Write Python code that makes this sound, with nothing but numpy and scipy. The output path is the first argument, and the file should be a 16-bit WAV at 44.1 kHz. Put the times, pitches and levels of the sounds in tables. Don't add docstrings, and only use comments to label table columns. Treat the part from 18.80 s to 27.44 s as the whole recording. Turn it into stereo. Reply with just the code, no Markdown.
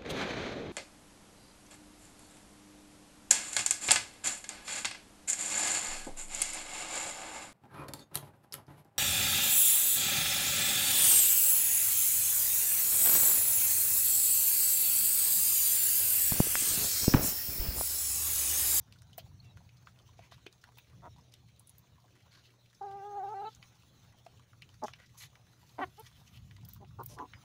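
import sys
import numpy as np
from scipy import signal
from scipy.fft import rfft, irfft, next_fast_len
from scipy.io import wavfile
from scipy.ndimage import uniform_filter1d, map_coordinates

SR = 44100
rng = np.random.default_rng(int(sys.argv[2]) if len(sys.argv) > 2 else 0)


def digitize_waveform(pressure):
    field = np.atleast_2d(pressure).T
    bounded = np.clip(field, -1, 1)
    quanta = np.round(bounded * 32767).astype(np.int16)
    wavfile.write(sys.argv[1], SR, quanta)


N = 381006

# frequency_hz, level_db
RUMBLE_SPECTRUM = [(20, -47), (38, -22), (66, -6), (118, 0.5), (188, -12), (400, -39), (900, -96)]
YARD_SPECTRUM = [(120, -2), (250, 1.5), (400, -1), (1290, -7), (2500, -14), (6000, -66.5)]
RUSTLE_SPECTRUM = [(900, -39.5), (1900, -13), (4000, -3.5), (4900, -12), (6200, -5), (8200, -19),
                   (10500, -17), (13700, -24.5), (15000, -13)]
# time_s, level_db
RUMBLE_ENVELOPE = [(0.38, -58.5), (0.41, -52.5), (1.18, -63.5), (1.63, -59), (1.71, -70), (2.28, -55),
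                   (2.53, -64.5), (3.58, -65), (3.73, -74), (4.14, -61.5), (4.45, -69), (6.06, -60),
                   (6.55, -67), (7.89, -49), (8.57, -59.5)]
YARD_ENVELOPE = [(0.0, -70.5), (3.99, -72.5), (4.26, -69), (4.91, -68.5), (5.8, -70.5), (7.12, -72.5),
                 (8.08, -72.5), (8.64, -66.5)]
# frequency_hz, level_db
HUM_PARTIALS = [(120, -66.5), (180, -78.5)]
# frequency_hz, t60_s
ECHO_DECAY = [(250, 0.18), (800, 0.073), (4000, 0.093), (12000, 0.018)]
# start_s, length_s, first_pitch_hz, last_pitch_hz, level_db
PEEP_CALLS = [(0.599, 0.0087, 4370, 4200, -43), (0.614, 0.12, 2770, 2620, -60.5),
              (0.677, 0.059, 4020, 3740, -56), (8.52, 0.093, 5180, 4850, -60)]
# frequency_hz, gain_db
SWISH_SPECTRUM = [(200, 0.5), (2000, 9), (6500, 6.5), (8500, -0.5), (11000, 2), (14000, 0.5)]
TAP_SPECTRUM = [(200, -24), (700, -7.5), (1400, -10.5), (3000, -9), (5500, -4), (15000, -5.5)]
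# start_s, length_s, level_db, low_ring_hz, high_ring_hz
RUSTLES_AND_HISSES = [(0.384, 0.03, -52, 3000, 4460), (1.397, 0.1, -62.5, 980, 2290),
                      (1.51, 0.049, -55.5, 1760, 3900), (3.509, 0.13, -60.5, 1520, 4250),
                      (3.635, 0.064, -62.5, 2820, 4400), (4.68, 0.1, -64, 3580, 4400),
                      (6.036, 0.093, -57, 3300, 6230), (6.184, 0.088, -59, 1570, 2070),
                      (6.37, 0.11, -52, 6750, 11200), (6.398, 0.082, -52, 2100, 3900),
                      (7.257, 0.03, -56, 1900, 5660), (7.462, 0.038, -60, 2750, 6100),
                      (7.524, 0.066, -61, 2620, 3400), (7.88, 0.11, -64.5, 3960, 6140),
                      (8.281, 0.09, -55, 5800, 9600)]
# start_s, level_db, ring_hz, pan_db
STRAW_SNAPS = [(0.379, -34.5, 15000, -12), (1.982, -42.5, 14500, -6), (2.795, -46.5, 9800, 13),
               (2.872, -46.5, 9600, 12), (2.894, -41, 10340, 4), (2.9822, -43, 12800, -10),
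               (4.7485, -42.5, 6530, 1), (6.0373, -40.5, 5820, -14), (7.196, -42.5, 12100, -9.5),
               (7.8516, -43.5, 14500, -6.5), (7.887, -36.5, 14500, 0), (7.9345, -34.5, 15000, 5),
               (8.234, -37.5, 15200, -13), (8.2608, -29, 15200, -8)]
# start_s, level_db, ring_hz, relative_clack_db
GROUND_KNOCKS = [(0.381, -41, 660, -13), (1.391, -47, 665, -12), (1.52, -53.5, 630, -7),
                 (1.664, -41.5, 396, -1), (5.464, -45.5, 686, -7)]
# start_s, level_db, ring_hz,
# treble_db
TAPS_AND_SCUFFS = [(0.1241, -45, 2580, -20), (0.2201, -47, 1460, -11), (0.3307, -47.5, 3130, -19.5),
                   (0.3828, -39, 2990, -1.5), (0.772, -47, 1460, -24), (0.8908, -54, 2620, -29),
                   (1.071, -43, 1430, -40), (1.5208, -45.5, 1190, -29), (1.6659, -40.5, 2470, -36.5),
                   (1.7265, -50, 4260, -18), (1.8885, -53.5, 930, -30), (1.9728, -51, 2760, -17),
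                   (1.8394, -42.5, 1700, -22), (1.985, -44, 2550, -33), (2.5386, -43, 3160, -17.5),
                   (4.8268, -43, 2200, -37), (5.5957, -56.5, 1290, -21), (5.7318, -53, 1330, -37),
                   (5.8207, -40.5, 2670, -29), (5.8902, -52, 3100, -20.5), (6.0816, -37.5, 1380, -29.5),
                   (6.1355, -38.5, 2390, -34.5), (6.5547, -49.5, 2030, -27), (7.264, -48, 3300, -25),
                   (7.5737, -48.5, 2730, -30), (7.7104, -46.5, 1880, -30.5), (7.765, -47.5, 2150, -24.5),
                   (7.8492, -48.5, 3180, -18), (8.047, -55, 2420, -35), (8.387, -37.5, 1390, -30),
                   (8.535, -40.5, 1870, -53)]
# start_s, length_s, pitch_hz, glide_octaves, level_db, throat_hz, brightness_db_per_octave,
# left_lead_ms, roughness (0-1), scattered_share (0-1)
CLUCK_CALLS = [(2.219, 0.067, 180.6, -0.51, -52.5, 840, 5, 0.11, 0.18, 0.37),
               (6.017, 0.044, 228.1, -0.94, -37, 800, -5.5, -0.12, 0.28, 0.02),
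               (6.979, 0.043, 289.6, -0.16, -38.5, 807, 12.5, 0.079, 0.44, 0.28),
               (7.01, 0.037, 374.3, -0.17, -36, 863, 16, 0.069, 0, .01),
               (7.176, 0.041, 429.5, 0.2, -50, 776, 14, -0.27, 0, 0),
               (7.999, 0.045, 200, -0.5, -55, 830, -29, -0.25, 0.35, 0.56),
               (8.184, .034, 197, -.6, -43.5, 1100, -14, -0.19, .3, 0.73),
               (8.287, 0.068, 134.4, -0.4, -55, 580, -27, -0.7, 0.47, 1),
               (8.358, 0.095, 160, -0.59, -45, 1020, -29, -0.17, 0.32, 0.97)]
# frequency_hz, gain_db
CLUCK_FORMANTS = [(70, -48), (160, -0.5), (260, 13.5), (400, 4.5), (570, 1.5), (780, -2.5), (1150, -3),
                  (1450, -6), (1900, -7.5), (2550, -23), (3100, -23.5), (3900, -32.5), (7000, -47),
                  (14000, -69)]
MOAN_FORMANTS = [(200, -63), (400, -6), (600, -6.5), (810, 6), (1170, -13.5), (1320, -4.5), (1610, -11.5),
                 (1760, -22), (2000, -22), (2200, -21), (2550, -41), (2780, -31.5), (3080, -42),
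                 (3450, -56.5), (4000, -39), (4400, -51.5), (4900, -84)]
# time_s, pitch_hz
MOAN_CONTOUR = [(4.015, 422), (4.025, 384), (4.05, 416), (4.087, 390.5), (4.173, 401), (4.215, 390.6),
                (4.27, 414), (4.353, 401.4), (4.372, 414.7), (4.405, 373), (4.425, 373), (4.44, 408),
                (4.475, 382), (4.492, 418), (4.535, 441), (4.547, 382.2), (4.611, 403.7), (4.623, 437),
                (4.639, 386.6), (4.655, 438.4), (4.69, 434.6)]
# time_s, level_db
MOAN_ENVELOPE = [(4.047, -41), (4.085, -47.5), (4.335, -46), (4.385, -38.5), (4.45, -40.5), (4.515, -43.5),
                 (4.528, -39.5), (4.542, -41.5), (4.56, -42.5), (4.623, -41), (4.638, -46), (4.657, -39)]

TOUCH_S = 0.012


def amp(db):
    return 10 ** (np.asarray(db) / 20)


def unit_rms(x):
    return x / np.sqrt(np.mean(x ** 2) + 1e-20)


def along(points, hz):
    frequencies, values = np.transpose(points)
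    return np.interp(np.log(hz + 1), np.log(frequencies + 1), values)


def contour(points):
    return np.interp(np.arange(N) / SR, *np.transpose(points))


def wobble(rate_hz):
    knots = rng.standard_normal(int(N * rate_hz / SR) + 4)
    return map_coordinates(knots, [np.arange(N) * rate_hz / SR])


def decay(t, t60_s):
    return np.exp(-np.log(1000) * t / t60_s)


def filtered(x, response):
    n = x.shape[-1]
    size = next_fast_len(n + SR // 10)
    return irfft(rfft(x, size) * response(np.fft.rfftfreq(size, 1 / SR)), size)[..., :n]


def ringing(x, gain_db, size=8192):
    cepstrum = irfft(np.log(amp(gain_db(np.fft.rfftfreq(size, 1 / SR)))))
    cepstrum[1:size // 2] *= 2
    cepstrum[size // 2 + 1:] = 0
    return signal.fftconvolve(x, irfft(np.exp(rfft(cepstrum))))[:len(x)]


def resonance_db(hz, centre_hz, q):
    return -10 * np.log10(1 + (q * (hz / centre_hz - centre_hz / (hz + 1))) ** 2)


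def band_noise(shape, centre_hz, q):
    return filtered(rng.standard_normal(shape), lambda hz: amp(2 * resonance_db(hz, centre_hz, q)))


def place(out, start_s, x, pan_db, lead_ms=0):
    side = np.array([[.5], [-.5]])
    pair = filtered(x, lambda hz: amp(side * pan_db) * np.exp(2j * np.pi * hz * side * lead_ms / 1000))
    part = out[:, max(round(start_s * SR), 0):][:, :pair.shape[-1]]
    part += pair[:, :part.shape[-1]]


def spread(pair, width):
    middle, side = pair
    return unit_rms(np.array([middle + width * side, middle - width * side]))


def patchy_noise(spectrum, width, patchy_db):
    cells = signal.stft(rng.standard_normal((2, N)), nperseg=1024)[2]
    patches = uniform_filter1d(rng.standard_normal(cells.shape[1:]), size=8, axis=0)
    patches = uniform_filter1d(patches, size=5, axis=1)
    pair = signal.istft(cells * amp(patchy_db * unit_rms(patches)), nperseg=1024)[1][:, :N]
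    return spread(filtered(pair, lambda hz: amp(along(spectrum, hz))), width)


def contact(t60_s, crumble_db, crumble_t60_s, rebound):
    t = np.arange(SR // 8) / SR - TOUCH_S
    rebound_t = t - rng.uniform(.002, .012)
    blow = lambda age: decay(np.abs(age), t60_s) * (1 - np.exp(-age.clip(0) / 0.00052)) ** 2
    envelope = (blow(t) + rebound * blow(rebound_t)) / blow(t).max()
    burst = envelope * spread(rng.standard_normal((2, len(t))), width=0.93)
    grains = unit_rms(rng.standard_normal((2, len(t))) * np.exp(0.37 * rng.standard_normal(len(t))))
    settling = np.where(t < 0, decay(np.abs(t), 2 * TOUCH_S), decay(t, crumble_t60_s))
    return burst + amp(crumble_db) * grains * settling


def struck(force, gain_db):
    pair = np.array([ringing(channel, gain_db) for channel in force])
    return pair / np.abs(pair.mean(axis=0)).max()


def outdoor_noise():
    rumble_db, yard_db = contour(RUMBLE_ENVELOPE), contour(YARD_ENVELOPE)
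    rumble = amp(rumble_db - 1 + 1.8 * wobble(15)) * patchy_noise(RUMBLE_SPECTRUM, .2, patchy_db=2.5)
    yard = amp(yard_db - 0.5 + wobble(11)) * patchy_noise(YARD_SPECTRUM, .55, patchy_db=3)
    rustle = amp(yard_db + 1.54 + 1.8 * wobble(41)) * patchy_noise(RUSTLE_SPECTRUM, 1, patchy_db=3.5)
    return rumble + yard + rustle


def mains_hum():
    t = np.arange(N) / SR
    waver_db = 2 * wobble(5)
    return sum(amp(level_db + waver_db) * np.sin(2 * np.pi * hz * t + 0.076 * wobble(2.9))
               for hz, level_db in HUM_PARTIALS)


def yard_echo(x):
    hz, t, cells = signal.stft(rng.standard_normal((2, SR // 2)), SR, nperseg=256)
    tail = signal.istft(cells * decay(t, along(ECHO_DECAY, hz)[:, None]), SR, nperseg=256)[1]
    return signal.fftconvolve(x, tail / np.linalg.norm(tail[0]), axes=1)[:, :N]


def lingering(x, centre_hz, q, t60_s, gain_db):
    tail = band_noise((2, SR), centre_hz, q) * decay(np.arange(SR) / SR, t60_s)
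    return amp(gain_db) * signal.fftconvolve(x, tail / np.abs(rfft(tail)).max(), axes=1)[:, :N]


def peeps():
    out = np.zeros((2, N))
    for start_s, length_s, first_hz, last_hz, level_db in PEEP_CALLS:
        pitch_hz = np.linspace(first_hz, last_hz, round(length_s * SR))
        pitch_hz *= 1 + 0.0115 * wobble(142)[:len(pitch_hz)]
        whistle = np.hanning(len(pitch_hz)) * np.sin(2 * np.pi * np.cumsum(pitch_hz) / SR)
        place(out, start_s, amp(level_db - 8.5) * whistle, pan_db=-3)
    return out


def flock_patter(count=240):
    out = np.zeros((2, N))
    for when, size, pitch, side in rng.random((count, 4)):
        ring_hz = 800 * 7 ** pitch
        force = contact(t60_s=.008, crumble_db=-9, crumble_t60_s=.1, rebound=.6)
        tap = struck(force, lambda hz: along(TAP_SPECTRUM, hz) + resonance_db(hz, ring_hz, q=4.65))
        place(out, when * N / SR, amp(-65 + 8.3 * size ** 2) * tap, pan_db=10 * (side - 1))
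    return out


def passing_hen(closest_s=7.19, half_duration_s=0.52):
    nearness = np.exp(-((np.arange(N) / SR - closest_s) / half_duration_s) ** 2)
    level_db = -68 + 3.7 * wobble(25) + 2.3 * wobble(500)
    return nearness * amp(level_db) * patchy_noise(SWISH_SPECTRUM, width=0.95, patchy_db=4)


def rustles_and_hisses():
    out = np.zeros((2, N))
    for start_s, length_s, level_db, low_hz, high_hz in RUSTLES_AND_HISSES:
        centre_hz = np.sqrt(low_hz * high_hz)
        progress = np.minimum(np.arange(SR // 4) / SR / length_s, 1)
        flutter = amp(2.5 * unit_rms(uniform_filter1d(rng.standard_normal(len(progress)), size=240)))
        noise = flutter * rng.standard_normal((2, len(progress)))
        rings = lambda hz: 1 + sum(amp(7.5 + 2 * resonance_db(hz, ring_hz, q=4.1))
                                   for ring_hz in (low_hz, high_hz))
        colour = lambda hz: amp(along(SWISH_SPECTRUM, hz) + resonance_db(hz, centre_hz, q=0.36))
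        swish = spread(filtered(noise, lambda hz: rings(hz) * colour(hz)), width=1)
        swell = np.sin(np.pi * progress ** 0.62).clip(0)
        place(out, start_s, amp(level_db) * swell * swish, pan_db=-1)
    return out


def straw_snaps():
    out = np.zeros((2, N))
    for start_s, level_db, ring_hz, pan_db in STRAW_SNAPS:
        force = contact(t60_s=0.0088, crumble_db=-18.5, crumble_t60_s=0.12, rebound=0.43)
        tick = struck(force, lambda hz: resonance_db(hz, ring_hz, q=5.6))
        place(out, start_s - TOUCH_S, amp(level_db - 2) * tick, pan_db)
    return out


def knocks():
    out, t = np.zeros((2, N)), np.arange(SR // 10) / SR
    envelope = decay(t, 0.021) * (1 - np.exp(-t / 0.0009)) ** 2
    for start_s, level_db, ring_hz, clack_db in GROUND_KNOCKS:
        note = np.sin(2 * np.pi * ring_hz * t) + 0.96 * band_noise(len(t), ring_hz, q=0.89)
        clack = unit_rms(band_noise(len(t), centre_hz=1460, q=0.47)) * decay(t, 0.047)
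        knock = (note + amp(clack_db) * clack) * envelope
        place(out, start_s, amp(level_db + 4.5) * knock / np.abs(knock).max(), pan_db=4)
    return out


def pecks():
    out = np.zeros((2, N))
    for start_s, level_db, ring_hz, treble_db in TAPS_AND_SCUFFS:
        shelf = [(3500, 0), (9000, treble_db + 19.5)]
        colour_db = lambda hz: along(TAP_SPECTRUM, hz) + along(shelf, hz)
        force = contact(t60_s=.007, crumble_db=-17, crumble_t60_s=.08, rebound=.15)
        tap = struck(force, lambda hz: colour_db(hz) + resonance_db(hz, ring_hz, q=4))
        place(out, start_s - TOUCH_S, amp(level_db + 1) * tap, pan_db=rng.normal(-1.1, 0.49))
    return out


def syrinx_pulses(pitch_hz, roughness):
    n = len(pitch_hz)
    openings = np.flatnonzero(np.diff(np.floor(np.cumsum(pitch_hz) / SR + .5)))
    jitter, shimmer = rng.standard_normal((2, n))[:, openings]
    shift = 0.2 * roughness * jitter * SR / pitch_hz[openings]
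    openings = np.clip(openings + shift, 0, n - 1).astype(int)
    pulses = np.bincount(openings, amp(5.8 * roughness * shimmer), n)
    airflow = signal.lfilter([1], [1, -np.exp(-1 / (0.0014 * SR))], pulses)
    return unit_rms(pulses) + 1.1 * roughness * unit_rms(airflow * rng.standard_normal(n))


def clucks(arch_octaves=0.1, throat_glide_octaves=-0.058, scatter_t60_s=0.04):
    out, t = np.zeros((2, N)), np.arange(SR // 6) / SR
    for (start_s, length_s, pitch_hz, glide_octaves, level_db, throat_hz, brightness,
         lead_ms, roughness, scattered) in CLUCK_CALLS:
        progress = np.minimum(t / length_s, 1)
        arch = arch_octaves * (np.sin(np.pi * progress) - 2 / np.pi)
        octaves = glide_octaves * (progress - .5) + arch
        swell = np.sin(np.pi * np.interp(progress, [0, 0.72, 1], [0, .5, 1])).clip(0) ** 0.82
        source = swell * syrinx_pulses(pitch_hz * 2 ** octaves, roughness)
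        tilt_db = lambda hz: brightness * np.log2(np.clip(hz / 1000, 1, 3))
        colour_db = lambda hz: along(CLUCK_FORMANTS, hz) + tilt_db(hz)
        voice = np.zeros(len(t))
        for share, offset in [(1 - progress, -.5), (progress, .5)]:
            ring_hz = throat_hz * 2 ** (throat_glide_octaves * offset)
            voice += ringing(share * source, lambda hz: colour_db(hz) + resonance_db(hz, ring_hz, q=4.6))
        smear = signal.fftconvolve(voice, rng.standard_normal(len(t)) * decay(t, scatter_t60_s))[:len(t)]
        voice = np.sqrt(1 - scattered) * unit_rms(voice) + np.sqrt(scattered) * unit_rms(smear)
        voice /= np.sqrt(np.mean(voice[t < length_s] ** 2))
        place(out, start_s, amp(level_db) * voice, pan_db=7 * lead_ms, lead_ms=lead_ms)
    return out


def moan(start_s=4.009, end_s=4.698, attack_s=0.0076, release_s=0.017, settle_s=0.02, press_s=0.075):
    sounding = np.arange(round(start_s * SR), round(end_s * SR))
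    elapsed_s, remaining_s = sounding / SR - start_s, end_s - sounding / SR
    pitch_hz, level_db = contour(MOAN_CONTOUR)[sounding], contour(MOAN_ENVELOPE)[sounding]
    gate = np.clip(np.minimum(elapsed_s / attack_s, remaining_s / release_s), 0, 1)
    press = np.exp(-remaining_s / press_s)
    slew_hz_per_s = uniform_filter1d(np.abs(np.gradient(pitch_hz)) * SR, size=800)
    rasp = np.minimum(np.exp(-elapsed_s / settle_s) + slew_hz_per_s / 7000, 1)
    pitch_hz *= 1 + (.008 + .012 * rasp + .006 * press) * wobble(300)[sounding]
    phase = 2 * np.pi * np.cumsum(pitch_hz) / SR
    voice = np.zeros(len(sounding))
    for k in range(1, 13):
        drive_db = level_db if k == 2 else -42.5 + 0.2 * (level_db - level_db.mean())
        press_db = (-2 + 16.5 * press) * np.log2(max(k / 2, 1)) ** 2 / 2
        shimmer_db = 0.74 * k ** 1.03 * wobble(70)[sounding]
        voice += amp(drive_db + along(MOAN_FORMANTS, k * pitch_hz) + press_db + shimmer_db) * np.cos(k * phase)
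    breath = filtered(rng.standard_normal(len(voice)), lambda hz: amp(.8 * along(MOAN_FORMANTS, hz)))
    voice += amp(level_db - 26 + 12 * rasp) * unit_rms(breath)
    out = np.zeros((2, N))
    place(out, start_s, gate * voice, pan_db=4.5, lead_ms=0.25)
    return out


def scene():
    calls, clucking = moan() + peeps(), clucks()
    noises = pecks() + knocks() + straw_snaps() + rustles_and_hisses() + flock_patter() + passing_hen()
    echo = yard_echo(amp(-15) * calls + amp(-17) * clucking + amp(-8) * noises)
    moan_ring = lingering(calls, centre_hz=804, q=11, t60_s=4.2, gain_db=-30)
    cluck_tail = lingering(clucking, centre_hz=333, q=1, t60_s=0.19, gain_db=-3)
    return calls + clucking + noises + echo + moan_ring + cluck_tail + outdoor_noise() + mains_hum()


def record(dry):
    return filtered(dry, lambda hz: hz < 15650)


dry = scene()
out = record(dry)
digitize_waveform(out)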